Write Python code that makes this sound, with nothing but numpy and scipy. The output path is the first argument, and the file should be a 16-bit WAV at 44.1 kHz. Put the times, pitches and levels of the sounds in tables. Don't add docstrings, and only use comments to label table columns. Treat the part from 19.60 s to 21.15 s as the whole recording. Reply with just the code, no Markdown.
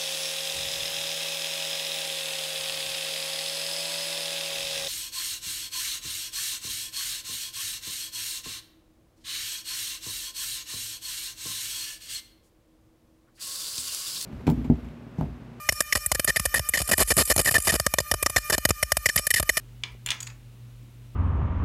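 import sys
import numpy as np
from scipy import signal
from scipy.fft import rfft, irfft
from scipy.io import wavfile
from scipy.ndimage import uniform_filter1d

SR = 44100
rng = np.random.default_rng(int(sys.argv[2]) if len(sys.argv) > 2 else 0)


def store_wav(level_fs):
    pcm = np.round(np.clip(np.atleast_2d(level_fs), -1, 1) * 32767)
    wavfile.write(sys.argv[1], SR, pcm.T.astype(np.int16))


N = 68355
T = np.arange(N) / SR
PIVOT_HZ = 3610


def amp(db):
    return 10 ** (np.asarray(db) / 20)


def fade(t60, hold=0):
    return np.exp(-np.log(1000) * np.maximum(T - hold, 0) / t60)


def noise(points):
    hz, db = np.array(points).T
    f = np.maximum(np.fft.rfftfreq(N, 1 / SR), 1)
    magnitude = amp(np.interp(np.log(f), np.log(hz), db))
    x = irfft(magnitude * np.exp(2j * np.pi * rng.random(len(f))), N)
    return x / x.std()


def drift(rate):
    span = int(SR / rate)
    steps = rng.standard_normal(256)[np.arange(N) // span % 256]
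    return uniform_filter1d(uniform_filter1d(steps, span), span)


def ring(modes, colour=np.zeros_like):
    hz, db, t60 = np.array(modes).T
    gains = amp(db + colour(hz)) / np.sqrt(np.sum(amp(db) ** 2) / 2)
    return sum(gain * fade(decay) * np.sin(2 * np.pi * (f * T + rng.random()))
               for f, gain, decay in zip(hz, gains, t60))


def at(start, x):
    return np.concatenate([np.zeros(int(start * SR)), x])[:N]


def through(x, response):
    return signal.fftconvolve(x, response)[:N]


def drone(levels, hz, wander, rate):
    frequency = hz * (1 + wander * drift(rate))
    rms = amp(np.interp(T, *np.array(levels).T))
    return rms * np.sqrt(2) * np.sin(2 * np.pi * np.cumsum(frequency) / SR)


def background():
    # (time [s], level [dB])
    hum_levels = [(0.0, -49), (0.254, -45.5), (0.31, -49), (0.508, -44), (0.544, -51), (0.646, -43.5),
                  (0.698, -43), (0.806, -53), (0.872, -45.5), (0.948, -50.5), (1.048, -42), (1.134, -47.5),
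                  (1.208, -44.5), (1.282, -50), (1.424, -45.5), (1.55, -47)]
    rumble_levels = [(0.0, -51.5), (0.228, -50.5), (0.262, -67), (0.334, -43.5), (0.422, -63), (0.492, -45),
                     (0.538, -64), (0.65, -55.5), (0.692, -55), (0.73, -51), (1.106, -59), (1.14, -49),
                     (1.332, -59), (1.386, -52.5), (1.5, -52.5)]
    # (frequency [Hz], relative density [dB])
    air_spectrum = [(25, -41), (45, -17), (90, 7), (150, -5.5), (220, 1.5), (330, -7), (480, -11),
                    (750, -17), (1100, -17.5), (1800, -20), (2400, -18.5), (2900, -17.5), (3300, -21),
                    (3700, -19.5), (4700, -24.5), (9000, -26), (15500, -28)]
    hum = drone(hum_levels, hz=119.7, wander=0.0064, rate=12.4)
    rumble = drone(rumble_levels, hz=52.3, wander=0.094, rate=7.3)
    return hum + rumble + amp(-56) * noise(air_spectrum)


def room(x):
    # (frequency [Hz], level [dB], t60 [s])
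    bands = [(300, -1.5, 0.12), (600, 1, 0.38), (930, 3.5, 0.27), (1990, -4, 0.3), (3250, -11, 0.23),
             (6070, -8.5, 0.28), (9300, -14, 0.16), (16100, -2, 0.22)]
    delay_s, build_s, size = 0.0053, 0.0017, 16384
    hz, db, t60 = np.array(bands).T
    t, f = T[:size], np.maximum(np.fft.rfftfreq(size, 1 / SR), 1)
    white = rfft(rng.standard_normal(size))
    response = 0
    for share, level_db, decay in zip(np.eye(len(hz)), db, t60):
        envelope = np.exp(-np.log(1000) * t / decay) * (1 - np.exp(-t / build_s))
        band = irfft(white * np.interp(np.log(f), np.log(hz), share), size)
        response = response + amp(level_db) * band * envelope / np.linalg.norm(envelope)
    return through(x, at(delay_s, response))


def tick(hz=9900):
    band = noise([(hz / 2, -20), (hz, 0), (hz * 2, -20)])
    return amp(-54) * band * fade(t60=0.015)


def tap(hz=410):
    return amp(-37.5) * fade(t60=0.0094) * np.sin(2 * np.pi * hz * T)


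def scrapes():
    # (time [s], length [s], rasp level [dB], treble tilt [dB/octave], squeak level [dB], swell [dB])
    bursts = [(0.604, 0.0062, -37.5, 1.5, -34, -3), (0.6257, 0.00635, -40, 1, -33.5, 4),
              (0.6674, 0.0074, -38.5, -4.5, -40.5, 5), (0.699, 0.0089, -48, -13, -66, -10)]
    # (frequency [Hz], relative density [dB])
    rasp_spectrum = [(150, -30), (650, -11.5), (1000, -4.5), (2500, 4.5), (4500, 3), (7500, 1), (10000, -5),
                     (16000, -13)]
    # (frequency [Hz], relative level [dB], t60 [s])
    suspension_modes = [(3460, -9.5, 0.027), (4640, -10, 0.037), (5500, -20, 0.014), (6300, -4, .01),
                        (6800, 8.5, 0.011), (6800, -9, .009), (7280, -1, 0.011), (8270, -8, .009),
                        (8030, 3, 0.016), (8730, -15, 0.03), (11500, -18, .015)]
    slips_per_s, scatter_db = 4700, 3.5
    hz, spectrum_db = np.array(rasp_spectrum).T
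    octaves_above = np.maximum(np.log2(hz / PIVOT_HZ), 0)
    out = 0
    for start, length, rasp_db, treble_db, squeak_db, swell_db in bursts:
        slips = (rng.random(N) < slips_per_s / SR) * amp(scatter_db * rng.standard_normal(N))
        slips *= np.sign(rng.standard_normal(N))
        slips[0] = 1
        slips *= (T < length) * amp(swell_db * np.minimum(T / length, 1))
        power = np.abs(through(slips ** 2, fade(t60=0.021) ** 2))
        rasp = np.sqrt(power) * noise(np.c_[hz, spectrum_db + treble_db * octaves_above])
        squeak = through(slips, ring(suspension_modes))
        for db, x in (rasp_db, rasp), (squeak_db, squeak):
            rms = np.sqrt(np.sum(x ** 2) / (length * SR))
            out = out + at(start, amp(db) * x / rms)
    return out


def crack(spectrum, contact_s):
    dense = noise(spectrum)
    treble = signal.sosfiltfilt(signal.butter(2, 7600, "high", fs=SR, output="sos"), dense)
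    return (dense - treble) * fade(t60=0.03, hold=contact_s) + treble * fade(t60=0.0098, hold=contact_s)


def knocks():
    # (time [s], case level [dB], treble tilt [dB/octave],
    # bass tilt [dB/octave], lid level [dB], arm level [dB], contact [s], room gain [dB])
    blows = [(0.2355, -23, -6.5, -1.5, -24, -54, .001, -0.5),
             (0.4617, -28.5, 11, 4.5, -25.5, -22.5, 0.002, -2.5),
             (.4720, -31, -23, 2.5, -34, -37, 0.00076, 0), (0.4875, -26, -2.5, 1.5, -22.5, -58, 0.0018, -3),
             (0.5043, -20, 2.5, -2.5, -16.5, -47, 0.0029, 0), (.5154, -25, -4, 1, -25, -54, 0.0037, -1.5)]
    # (frequency [Hz], relative level [dB], t60 [s])
    case_modes = [(992, -16.5, 0.08), (1190, -15, .03), (1696, -8, 0.068), (2018, -4.5, 0.038),
                  (2387, 4.5, 0.031), (2505, 6, 0.016), (2620, -18, 0.016), (2850, -2.5, 0.061),
                  (2920, -7.5, 0.046), (4155, -2.5, 0.057), (4960, -22, 0.068), (5180, -13, 0.05)]
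    lid_modes = [(3177, -3.5, 0.022), (3442, -3, 0.023)]
    arm_modes = [(6050, -14, .014), (6760, -7, 0.015), (7220, -2.5, 0.031), (7400, -8, 0.013),
                 (8700, -12, 0.015), (10530, -6.5, .014), (11400, -2.5, 0.011), (15300, -9, .005)]
    # (frequency [Hz], relative density [dB])
    crack_spectrum = [(100, -45), (250, -8.5), (650, -22), (900, -16.5), (1500, -10), (2400, -1.5),
                      (3200, -0.5), (4200, -9), (6500, -8), (9000, -10), (12000, -27), (16000, -35)]
    crack_db, ring_db, attack_s = -1.5, -3.5, 0.00036
    hz, spectrum_db = np.array(crack_spectrum).T
    out = 0
    for start, case_db, treble_db, bass_db, lid_db, arm_db, contact_s, room_db in blows:
        def tilt(f):
            octaves = np.log2(f / PIVOT_HZ)
            return treble_db * np.maximum(octaves, 0) + bass_db * np.clip(-octaves, 0, 2)
        case = amp(crack_db) * crack(np.c_[hz, spectrum_db + tilt(hz)], contact_s)
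        case += amp(ring_db) * ring(case_modes, tilt)
        blow = amp(case_db) * case + amp(lid_db) * ring(lid_modes) + amp(arm_db) * ring(arm_modes)
        blow = at(start, blow * (1 - np.exp(-T / attack_s)))
        out = out + blow + amp(room_db) * room(blow)
    return out


def scene():
    radiation = signal.butter(2, 390, "high", fs=SR, output="sos")
    chatter = scrapes()
    drive = signal.sosfilt(radiation, knocks() + chatter + amp(-0.5) * room(chatter))
    return (drive + at(0.3212, tick()) + at(0.3492, tap()) + background())[None]


def record(dry):
    return signal.sosfilt(signal.ellip(10, .2, 70, 15900, fs=SR, output="sos"), dry)


dry = scene()
out = record(dry)
store_wav(out)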